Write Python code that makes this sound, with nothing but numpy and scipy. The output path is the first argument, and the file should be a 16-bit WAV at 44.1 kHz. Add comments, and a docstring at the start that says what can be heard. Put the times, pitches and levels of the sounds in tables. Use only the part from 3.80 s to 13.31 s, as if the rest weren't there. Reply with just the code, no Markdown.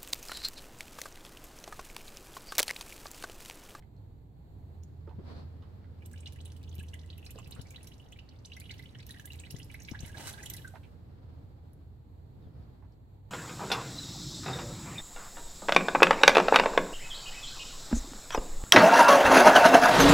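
"""Warm engine oil runs from a sump into a catch pan under a car, heard from a hand-held camera close by.
For some seconds it splashes: bubbles chirp as sweeping sines, films pop and film snaps tick as noise bursts,
thicker gobs spatter as grainy noise, and all of it rings in the resonances and echoes of the pan.
Wavering tones and filtered noise make the workshop's hum, rumble and air; the hand bumps the camera with
sinking thuds, handled things knock as damped noise; coloured noise makes sleeve strokes and a soft long rush."""
import sys
import numpy as np
from scipy import signal
from scipy.fft import rfft, irfft, next_fast_len
from scipy.io import wavfile
from scipy.ndimage import uniform_filter1d

SR = 44100
rng = np.random.default_rng(int(sys.argv[2]) if len(sys.argv) > 2 else 0)


def master_out(mix):
    """Clip the mix to full scale and print it as 16-bit PCM to the path in sys.argv[1]."""
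    frames = np.transpose(np.atleast_2d(mix))
    ceiling = np.clip(frames, -1, 1)
    pcm = np.round(ceiling * 32767).astype(np.int16)
    wavfile.write(sys.argv[1], SR, pcm)


N = 419346
TIME = np.arange(N) / SR

SPOT_COUNT = 4  # places in the pan where the oil splashes
# the stream splashes between these times, with these fades
SPLASH_START_S, SPLASH_STOP_S, SPLASH_ATTACK_S, SPLASH_RELEASE_S = 2.17, 6.8, 0.083, 0.09
FLOW_DB = -66  # relative strength of the stream as it starts, before the pan's own gain
SNAP_S = 0.00043  # decay of a film's sharp snap

# Spectrum of fine fizz and spray. Each row: frequency in Hz, level in dB.
FIZZ_SPECTRUM = [(600, -18), (1300, -4.5), (2600, -9), (4200, -7), (5200, -7.5), (8000, -6), (12500, -14.5),
                 (16000, -20)]


def undb(db):
    """Decibels to gain."""
    return 10 ** (np.asarray(db) / 20)


def unit(x):
    """Scale to rms 1."""
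    return x / np.sqrt(np.mean(x ** 2))


def curve(table):
    """Rows of (s, value), joined by straight lines in time."""
    return np.interp(TIME, *np.transpose(table))


def colour(x, points):
    """Filter by a spectrum of (Hz, dB) points; rms 1."""
    hz, db = np.transpose(points)
    size = next_fast_len(N)
    f = np.maximum(np.fft.rfftfreq(size, 1 / SR), 1)
    gain = undb(np.interp(np.log(f), np.log(hz), db))
    return unit(irfft(rfft(x, size) * gain, size)[..., :N])


def resonate(x, hz, q):
    """One resonance, gain 1 at its centre."""
    w = 2 * np.pi * min(hz / SR, 0.45)
    a = np.sin(w) / (2 * q)
    return signal.lfilter([a, 0, -a], [1 + a, -2 * np.cos(w), 1 - a], x)


def walk(rate):
    """Random levels, a new one every 1 / rate s, joined by smooth slews; rms near 1."""
    k = int(SR / rate)
    steps = np.repeat(rng.standard_normal(N // k + 1), k)
    return unit(uniform_filter1d(steps, k)[:N])


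def pan(x, left_db):
    """Lean a sound to the left by so many dB; negative leans right."""
    return x * undb(np.array([[left_db], [-left_db]]) / 2)


def stereo_noise(side_db):
    """White noise on two channels, with the side part at so many dB against the middle."""
    mid, side = rng.standard_normal((2, N))
    return mid + undb(side_db) * np.array([side, -side])


def add(track, s, sound):
    """Mix a sound in at a time."""
    i = int(s * SR)
    track[..., i:i + sound.shape[-1]] += sound[..., :N - i]


def echoes(x, t60, gap_s):
    """Dense decaying reflections that start after a gap, different at each ear; energy 1."""
    t = np.arange(SR // 2) / SR
    tail = rng.standard_normal((2, len(t))) * undb(-60 * t / t60) * (t > gap_s)
    tail /= np.sqrt(np.sum(tail ** 2, axis=1, keepdims=True))
    return signal.fftconvolve(np.atleast_2d(x), tail, axes=1)[:, :N]


def swell(s, width_s):
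    """A gain that rises to 1 at a time and dies away again."""
    return 1 / np.cosh(np.clip((TIME - s) / width_s, -30, 30))


def hold(start_s, stop_s, attack_s, release_s):
    """Straight attack, hold and exponential release."""
    attack = np.clip((TIME - start_s) / attack_s, 0, 1)
    return attack * np.exp(-np.maximum(TIME - stop_s, 0) / release_s)


def flow(growth_db_per_s=1.6, lull_s=4.42, lull_width_s=0.15, lull_db=-11):
    """How hard the stream splashes: it grows as the pan fills and runs more smoothly for one moment."""
    db = FLOW_DB + growth_db_per_s * (TIME - SPLASH_START_S) + lull_db * swell(lull_s, lull_width_s)
    return undb(db) * hold(SPLASH_START_S, SPLASH_STOP_S, SPLASH_ATTACK_S, SPLASH_RELEASE_S)


def tone(hz, drift_hz=0.47, waver_db=3.0):
    """A humming line that wavers slightly in pitch and level; rms near 1."""
    phase = 2 * np.pi * np.cumsum(hz + drift_hz * walk(2.98)) / SR
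    return np.sqrt(2) * np.sin(phase) * undb(waver_db * walk(6))


def workshop():
    """Hum is alike at both ears and rumble nearly so; stream and hand add to the rumble; the air is diffuse."""
    # The main hum swelling and fading. Each row: time in seconds, relative level in dB.
    hum_levels = [(0, -71), (.62, -69), (.8, -50), (1.3, -44.5), (2.0, -51.5), (2.65, -47), (3.2, -50.5),
                  (4.3, -62.5), (5.0, -52.5), (6.2, -57), (7.9, -53.5), (9.5, -71)]
    # Steady tones beside it. Each row: frequency in Hz, relative level in dB.
    side_tones = [(58.3, -62), (99, -60.5), (129.5, -69)]
    # Rumble of the shifting hand. Each row: centre in seconds, relative level in dB, swell width in seconds.
    hand_shifts = [(1.45, -51.5, 0.76), (2.9, -54.5, 0.34), (7.3, -54, 0.71), (8.72, -54, 0.15)]
    # Spectrum of the rumble. Each row: frequency in Hz, level in dB.
    rumble_spectrum = [(12, -14), (22, -4), (44, -16.5), (58, 0), (100, 2.5), (160, -3.5), (205, -12.5),
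                       (280, -11.5), (360, -17.5), (480, -20.5), (700, -45), (1500, -59.5)]
    # Spectrum of still air and microphone hiss. Each row: frequency in Hz, level in dB.
    air_spectrum = [(200, 4.5), (450, 3.5), (850, 4.5), (1200, -8), (2000, -12.5), (3000, -17.5),
                    (4400, -12.5), (5300, -33.5), (7500, -20), (10000, -40), (12500, -18), (16000, -31.5)]
    hum = tone(hz=82.24) * undb(curve(hum_levels) - 1.5)
    hum = hum + sum(undb(db) * tone(hz) for hz, db in side_tones)

    steady = undb(-55)
    drumming = undb(9) * flow()  # the stream drums on the pan
    shifts = sum(undb(db) * swell(s, width_s) for s, db, width_s in hand_shifts)
    strength = np.sqrt(steady ** 2 + drumming ** 2 + shifts ** 2)
    rumble = colour(stereo_noise(side_db=-9.5), rumble_spectrum) * strength * undb(0.78 * walk(12))

    air = colour(stereo_noise(side_db=0.5), air_spectrum) * undb(-67.5 + 1.3 * walk(13.0))
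    return pan(hum + rumble, left_db=-2.0) + pan(air, left_db=-2.0)


def chirp(hz, length_s, octaves, swell_age=0.54, rough=0.45):
    """A bubble's air rings through the hole in its film; pitch glides and flutters as the ragged hole widens."""
    age = np.arange(int(4 * length_s * SR)) / SR / length_s  # in lengths
    smoothing = int(2 * SR / hz)
    flutter, wobble = (unit(uniform_filter1d(row, size=smoothing))
                       for row in rng.standard_normal((2, len(age))))
    pitch = hz * 2 ** (octaves * np.tanh(age - swell_age) + rough * wobble / 10)
    shape = (age / swell_age * np.exp(1 - age / swell_age)) ** 2
    return shape * (1 + rough * flutter) * np.sin(2 * np.pi * np.cumsum(pitch) / SR)


def sleeve_and_rush():
    """Cloth strokes rasp and squeak in uneven steps over a long faint rush, likely the pouring oil's low body."""
    # Strokes of the sleeve. Each row: centre in seconds, relative level in dB, relative hiss of the weave
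    # in dB, swell width in seconds.
    stroke_rows = [(1.505, -51, -69, 0.028), (1.588, -55.5, -68, 0.04), (1.87, -72.5, -93, 0.15),
                   (3.8, -65, -83, 0.093), (8.8, -63.5, -91, 0.13)]
    # Spectrum of the strokes and the rush. Each row: frequency in Hz, level in dB.
    soft_spectrum = [(120, -3), (245, 9.5), (330, -3), (450, 1), (900, -5.5), (1400, -10.5), (2500, -20),
                     (4600, -20), (6200, -33), (15000, -46)]
    strokes = sum(undb(db) * swell(s, width_s) for s, db, _, width_s in stroke_rows)
    hiss = sum(undb(db) * swell(s, width_s) for s, _, db, width_s in stroke_rows)
    # a long faint soft rush, likely the low body of the pouring oil
    rush = undb(-64) * hold(start_s=0.77, stop_s=7.56, attack_s=0.59, release_s=0.59)
    soft = colour(stereo_noise(side_db=0.0), soft_spectrum) * (strokes + rush)
    weave = rng.standard_normal((2, N))
    for _ in range(2):
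        weave = resonate(weave, hz=4250, q=4)
    squeak = undb(-80) * chirp(hz=3650, length_s=0.06, octaves=-0.3)  # falls in pitch
    add(soft, 8.61, squeak)
    return (soft + unit(weave) * hiss) * undb(1.35 * walk(45))


def knocks():
    """Light knocks of things being handled: short damped noise with a little of the space under the car."""
    # Each row: start in seconds, centre in Hz, relative level in dB, decay in seconds.
    knock_rows = [(0.023, 2000, -57, 0.0041), (0.165, 4170, -70, 0.003), (1.274, 386, -36.5, 0.0065),
                  (1.276, 860, -55, 0.016), (1.293, 2900, -60, 0.004), (1.308, 840, -53.5, 0.017),
                  (1.392, 368, -42.5, 0.011), (1.822, 3200, -64, 0.01), (1.824, 1090, -60, 0.02),
                  (2.042, 1660, -58, 0.0043), (3.555, 410, -43.5, 0.0099), (3.584, 900, -45.5, 0.0065),
                  (3.762, 1370, -54.5, 0.017), (6.133, 950, -47.5, 0.011), (6.937, 690, -47.5, 0.013),
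                  (6.955, 1720, -44.5, 0.0049), (6.956, 900, -46.5, 0.0083), (7.033, 2460, -59.5, 0.021),
                  (9.024, 840, -56, 0.011), (9.044, 900, -58.5, 0.012), (9.122, 4400, -70, .004)]
    out = np.zeros(N)
    t = np.arange(SR // 10) / SR
    for (s, hz, db, decay_s), noise in zip(knock_rows, rng.standard_normal((len(knock_rows), len(t)))):
        body = unit(resonate(resonate(noise, hz, 4.1), hz, 0.77))
        add(out, s, undb(db - 3.0) * body * np.exp(-t / decay_s))
    return pan(out + undb(-3.0) * echoes(out, t60=0.059, gap_s=0.0087), left_db=-7.5)


def bumps(rise_s=0.0033, sag=0.2):
    """The hand bumps the camera body, which gives a soft dull thud that sinks in pitch and dies fast."""
    # Each row: start in seconds, pitch it sinks to in Hz, relative level in dB.
    bump_rows = [(1.385, 154, -36.5), (2.986, 100, -39), (3.791, 110, -33.5), (5.741, 124, -33),
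                 (6.115, 94, -33.5), (6.23, 99, -34.5), (8.667, 89.5, -40.5)]
    out = np.zeros(N)
    t = np.arange(SR // 10) / SR
    shape = t / rise_s * np.exp(1 - t / rise_s)
    for (s, hz, db), noise in zip(bump_rows, rng.standard_normal((len(bump_rows), len(t)))):
        phase = 2 * np.pi * np.cumsum(hz * (1 + sag * np.exp(-t / 0.0044))) / SR
        dull_noise = unit(resonate(resonate(noise, 213, 1.3), 213, 1.3))
        thud = np.sin(phase) + undb(-9.0) * dull_noise
        add(out, s, undb(db) * thud * shape)
    return pan(out, left_db=11.0)


def crackle(grain_db):
    """Fine crackling: noise whose size changes about every millisecond, up to a largest grain."""
    size = np.minimum(walk(900), 2)
    return rng.standard_normal(N) * undb(grain_db * size)


def spatter(grain_db=5, spray_lag=1.54):
    """Thick gobs slosh low in the pan; bright spray follows in a shorter burst. 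Returns slosh and spray."""
    # Each row: slosh centre in seconds, relative slosh in dB, relative spray in dB, swell width in seconds.
    gobs = [(6.252, -53, -57, 0.021), (6.39, -50.5, -66, 0.017), (6.439, -45, -39.5, 0.028),
            (6.64, -57.5, -87, 0.13)]
    # Spectrum of the slosh. Each row: frequency in Hz, level in dB.
    slosh_spectrum = [(120, -16), (280, 0.5), (480, -1), (750, -5.5), (1600, -13.5), (2600, -13),
                      (5000, -21.5), (12000, -30)]
    slosh = sum(undb(db) * swell(s, width_s) for s, db, _, width_s in gobs)
    # the spray lands spray_lag swell widths after its gob
    spray = sum(undb(db) * swell(s + spray_lag * width_s, 0.42 * width_s) for s, _, db, width_s in gobs)
    low = colour(crackle(grain_db), slosh_spectrum) * slosh * undb(walk(90))
    bright = colour(crackle(grain_db), FIZZ_SPECTRUM) * (spray + undb(-7.5) * slosh)
    return low, bright


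def patter(count=130, scatter_db=12.5):
    """Lesser clicks fall at random as tiny decaying noise bursts; rms near 1 over all spots together."""
    # Spectrum of the lesser clicks. Each row: frequency in Hz, level in dB.
    patter_spectrum = [(1200, -9.5), (4000, -5), (16000, -9.5)]
    out = np.zeros((SPOT_COUNT, N))
    t = np.arange(SR // 100) / SR
    for noise in rng.standard_normal((count, len(t))):
        when, size, place = rng.random(3)
        click = undb(scatter_db * size) * noise * np.exp(-t / SNAP_S)
        add(out[int(place * SPOT_COUNT)], when * N / SR, click)
    return colour(out, patter_spectrum) / np.sqrt(SPOT_COUNT)


def film_snaps(ring_q=6.9, ring_db=1.5, tail_s=0.0027, tail_db=-8):
    """A bubble's film snaps with a very short bright click of its own pitch and a fainter, longer tail."""
    # Each row: start in seconds, relative level in dB.
    snap_rows = [(2.2605, -46), (2.53, -51), (2.6547, -44), (2.9532, -44), (3.0, -57), (3.0299, -50),
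                 (3.1398, -48), (3.3793, -47.5), (3.463, -50), (3.507, -40.5), (3.673, -53), (3.7099, -46),
                 (3.816, -49), (3.906, -44.5), (4.0308, -44.5), (4.0722, -44), (4.766, -51), (4.8, -40),
                 (4.9935, -55), (5.0234, -56), (5.266, -43.5), (5.308, -42), (5.456, -36), (5.5572, -51),
                 (5.7085, -36.5), (5.791, -45), (5.845, -50), (5.9417, -48), (6.033, -49), (6.2601, -42.5),
                 (6.529, -40.5), (6.636, -42), (6.66, -37.5), (6.7, -30), (6.736, -34), (6.7665, -39),
                 (7.9328, -58.5)]
    # Spectrum of the snaps. Each row: frequency in Hz, level in dB.
    snap_spectrum = [(1000, -19), (3000, -2), (8000, 2.5), (11500, 3), (16000, -2)]
    out = np.zeros((SPOT_COUNT, N))
    t = np.arange(SR // 50) / SR
    shape = np.exp(-t / SNAP_S) + undb(tail_db) * np.exp(-t / tail_s)
    for (s, db), noise in zip(snap_rows, rng.standard_normal((len(snap_rows), len(t)))):
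        hz = 11540 * 2 ** (0.23 * rng.uniform(-0.96, 1))
        burst = shape * noise
        click = unit(burst) + undb(ring_db) * unit(resonate(burst, hz, ring_q))
        add(out[rng.integers(SPOT_COUNT)], s, undb(db) * np.std(shape) * unit(click))
    return colour(out, snap_spectrum) * np.std(out)


def pops(decay_s=0.0011, squirt_db=-7, squirt_s=0.0029, climb=0.89):
    """Air squirts through a thinning film in a rising whistle, then the film pops."""
    # Each row: time of the pop in seconds, relative level in dB, centre in Hz.
    pop_rows = [(1.0348, -47.5, 7060), (2.2588, -44.5, 7960), (2.332, -44.5, 8320), (2.406, -44, 8300),
                (2.6558, -44, 8290), (2.893, -48, 6400), (2.995, -44.5, 8300), (3.086, -48, 6370),
                (3.1417, -48, 8070), (3.453, -47, 7090), (3.4633, -52, 5720), (3.508, -42, 8330),
                (3.588, -41.5, 7090), (3.711, -43.5, 8350), (3.752, -46, 8420), (3.816, -43, 6000),
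                (3.907, -42.5, 7080), (4.03, -56, 5940), (4.072, -42.5, 5950), (4.322, -45.5, 7640),
                (4.6582, -40, 6470), (4.7665, -47, 5880), (4.802, -42, 10600), (4.914, -42.5, 5960),
                (5.4557, -41.5, 8430), (5.5994, -37, 8150), (5.7069, -36, 5910), (5.7647, -42, 5940),
                (5.831, -42, 5580), (5.942, -50, 5770), (6.003, -43, 7050), (6.021, -40.5, 6130),
                (6.1134, -37.5, 5920), (6.206, -36.5, 6600), (6.631, -36.5, 6870), (6.6598, -36, 7240),
                (6.6986, -36, 8410), (6.738, -35, 5300), (6.766, -45, 6260), (6.879, -42, 7900)]
    out = np.zeros((SPOT_COUNT, N))
    t = np.arange(-SR // 50, SR // 50) / SR  # 0 at the pop
    shape = (t >= 0) * np.exp(-np.abs(t) / decay_s)
    swelling = np.where(t < 0, np.exp(t / squirt_s), shape)
    for (s, db, hz), noise in zip(pop_rows, rng.standard_normal((len(pop_rows), len(t)))):
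        # a bright snap at the film's own pitch over a broader splash
        burst = shape * noise
        snap = unit(resonate(burst, hz, 6.0)) + undb(-12) * unit(resonate(burst, hz, 0.84))
        pitch = hz * 2 ** (climb * np.tanh(t / 0.0092))
        whistle = np.sin(2 * np.pi * np.cumsum(pitch) / SR)
        unsteady = 1 + 0.5 * unit(uniform_filter1d(noise, size=16))
        squirt = undb(squirt_db) * swelling * whistle * unsteady
        add(out[rng.integers(SPOT_COUNT)], s + t[0], undb(db) * (np.std(shape) * unit(snap) + squirt))
    return out


def froth(count=700):
    """Many faint quick bubbles in the foam, mostly middling; big low ones glide less. Rms 1 when summed."""
    out = np.zeros((SPOT_COUNT, N))
    for when, first, second, size, length, place in rng.random((count, 6)):
        smallness = ((first + second) / 2) ** 1.5
        hz = 1650 * 2 ** (2.5 * smallness)
        blip = chirp(hz, (6 + 12 * length) / hz, octaves=0.12 + 1.22 * smallness)
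        add(out[int(place * SPOT_COUNT)], when * N / SR, undb(21.3 * size ** 2) * blip)
    return out / np.std(out.sum(axis=0))


def scatter(count):
    """Lesser bubbles at uneven gaps while the stream splashes, following its flow: rows (s, dB, Hz)."""
    # One row: level above the flow in dB, scatter in dB, middle pitch in Hz, scatter in octaves.
    small_kind = (9, 2.5, 2850, 0.4)
    above_db, spread_db, hz, octaves = small_kind
    when, size, pitch = rng.standard_normal((count, 3)).T
    span = [SPLASH_START_S + SPLASH_ATTACK_S, SPLASH_STOP_S + SPLASH_RELEASE_S]
    s = np.interp(np.arange(count) + 0.5 * when, [0, count], span)
    flow_db = 20 * np.log10(np.interp(s, TIME, flow()) + 1e-9)
    db = flow_db + above_db + spread_db * np.clip(size, -2, 1)
    return np.column_stack([s, db, hz * 2 ** (octaves * np.clip(pitch, -2, 2))])


def bubbles(small, lead=0.2022):
    """Bubbles chirp as they open, from low glugs to high blips; bigger ones ring longer and tend to climb less."""
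    # The clear bubbles. Each row: time in seconds, relative level in dB, pitch in Hz.
    clear = [(2.221, -50, 2400), (2.359, -54, 2880), (2.376, -53, 3900), (2.458, -38.5, 3500),
             (2.4665, -40.5, 2870), (2.472, -42.5, 4170), (2.603, -49.5, 3500), (2.655, -45.5, 3100),
             (2.878, -56, 3040), (2.926, -54, 3150), (2.988, -47, 3040), (2.998, -46, 2670),
             (3.034, -50.5, 2550), (3.134, -42, 2860), (3.139, -43, 1983), (3.191, -46.5, 3760),
             (3.3005, -43.5, 3640), (3.328, -48, 3040), (3.38, -51, 2750), (3.463, -41.5, 4250),
             (3.464, -47.5, 2310), (3.496, -49, 2410), (3.51, -51, 2870), (3.576, -51.5, 2610),
             (3.593, -48, 2545), (3.643, -49, 3780), (3.658, -50, 2480), (3.721, -42, 3800),
             (3.793, -49.5, 2970), (3.811, -45, 4300), (3.907, -49.5, 2325), (3.945, -46, 2660),
             (3.959, -40.5, 3410), (4.0716, -51, 3050), (4.1175, -47.5, 2960), (4.198, -51, 2850),
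             (4.3236, -46, 2780), (4.36, -51, 2310), (4.388, -44.5, 2670), (4.389, -52, 3920),
             (4.489, -50, 4280), (4.649, -41, 3900), (4.7177, -41, 2750), (4.733, -45.5, 3870),
             (4.7668, -44, 2060), (4.805, -45, 3830), (4.815, -46, 2300), (4.854, -49, 2990),
             (4.894, -42.5, 2970), (4.904, -41, 2120), (4.909, -37, 3780), (4.937, -51, 3000),
             (4.992, -48, 3600), (4.994, -43.5, 1997), (5.034, -50.5, 2050), (5.057, -45.5, 3040),
             (5.091, -52, 3700), (5.1486, -46.5, 3070), (5.2035, -51, 3800), (5.205, -56, 2270),
             (5.307, -40.5, 3640), (5.373, -50.5, 2950), (5.5034, -44, 2700), (5.519, -44.5, 3970),
             (5.5986, -48.5, 2390), (5.6355, -43.5, 2440), (5.666, -50, 2070), (5.7069, -47.5, 2710),
             (5.722, -49, 4390), (5.765, -49, 3930), (5.7992, -47, 2880), (5.9439, -38, 2170),
             (6.048, -43, 4420), (6.0841, -38, 2240), (6.1465, -37, 1630), (6.1903, -42, 4240),
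             (6.223, -50.5, 2880), (6.296, -51.5, 1610), (6.343, -45.5, 1590), (6.3719, -42.5, 4020),
             (6.5355, -44, 3500), (6.541, -47, 1580), (6.575, -44, 1550), (6.602, -44, 2400),
             (6.6343, -41, 1890), (6.6595, -38.5, 3040), (6.6996, -41.5, 2980), (6.741, -51, 1980),
             (6.769, -44.5, 3820), (6.846, -40.5, 1547), (6.874, -46.5, 1466)]
    # a bubble of ring_hz rings for about ring_s and climbs by about rise_octaves
    ring_hz, ring_s, ring_power = 2814, 0.0057, 0.91
    rise_octaves, rise_power = 0.33, 2.2
    out = np.zeros((SPOT_COUNT, N))
    rows = np.vstack([clear, small])
    for (s, db, hz), (damping, steepness, place) in zip(rows, rng.random((len(rows), 3))):
        length_s = ring_s * (ring_hz / hz) ** ring_power * 2 ** (0.5 * (damping - 0.5))
        octaves = rise_octaves * (hz / ring_hz) ** rise_power * 2 ** (1.5 * (steepness - 0.5))
        sound = undb(db) * chirp(hz, length_s, octaves)
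        add(out[int(place * SPOT_COUNT)], s - lead * length_s, sound)
    return out


def trickle():
    """All splashing sounds ring in the pan and bounce between floor and underbody."""
    # Hollow resonances of the pan and the gap above it. Each row: frequency in Hz, Q, relative level in dB.
    pan_modes = [(1658, 24, -3.5), (2020, 51, -5.5), (2285, 56, -10), (2670, 140, -8.5), (2945, 76, 3),
                 (3250, 110, -11.5), (3870, 25, -3.5), (5920, 26, -3.5), (8280, 37, -2)]
    spots = bubbles(scatter(count=90)) + pops() + undb(3.5) * film_snaps()
    spots += flow() * (undb(-4) * froth() + undb(-5) * patter())
    slosh, spray = spatter()
    spots[0] += undb(-13) * flow() * colour(crackle(grain_db=10), FIZZ_SPECTRUM)
    spots[1] += spray
    spots[2] += slosh
    # foam fizzles on after the splashing
    foam = undb(FLOW_DB - 27) * hold(SPLASH_START_S, SPLASH_STOP_S, attack_s=1, release_s=1)
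    spots[3] += foam * colour(crackle(grain_db=7.0), FIZZ_SPECTRUM)

    # the pan lies to the right: each spot reaches the left a few samples late, with its own wall echoes
    direct = sum(np.array([np.roll(spot, lag), spot]) for spot, lag in zip(spots, (14, 4, 2, 11)))
    walls = sum(echoes(spot, t60=0.058, gap_s=0.00079) for spot in spots)
    oil = spots.sum(axis=0)
    hollow = sum(undb(db) * resonate(oil, hz, q) for hz, q, db in pan_modes)
    near = undb(-5.0) * direct + undb(-5.0) * walls + pan(hollow, left_db=-6)
    room = undb(-13.5) * echoes(oil, t60=0.77, gap_s=0.0017)
    return pan(near + room, left_db=-2.0)


def scene():
    """Workshop, handling and oil together."""
    return workshop() + sleeve_and_rush() + knocks() + bumps() + trickle()


def record(dry):
    """The camera cuts the top steeply above 15.9 kHz."""
    low_pass = signal.ellip(10, 0.2, 70, 15900, fs=SR, output="sos")
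    return signal.sosfilt(low_pass, dry)


dry = scene()
out = record(dry)
master_out(out)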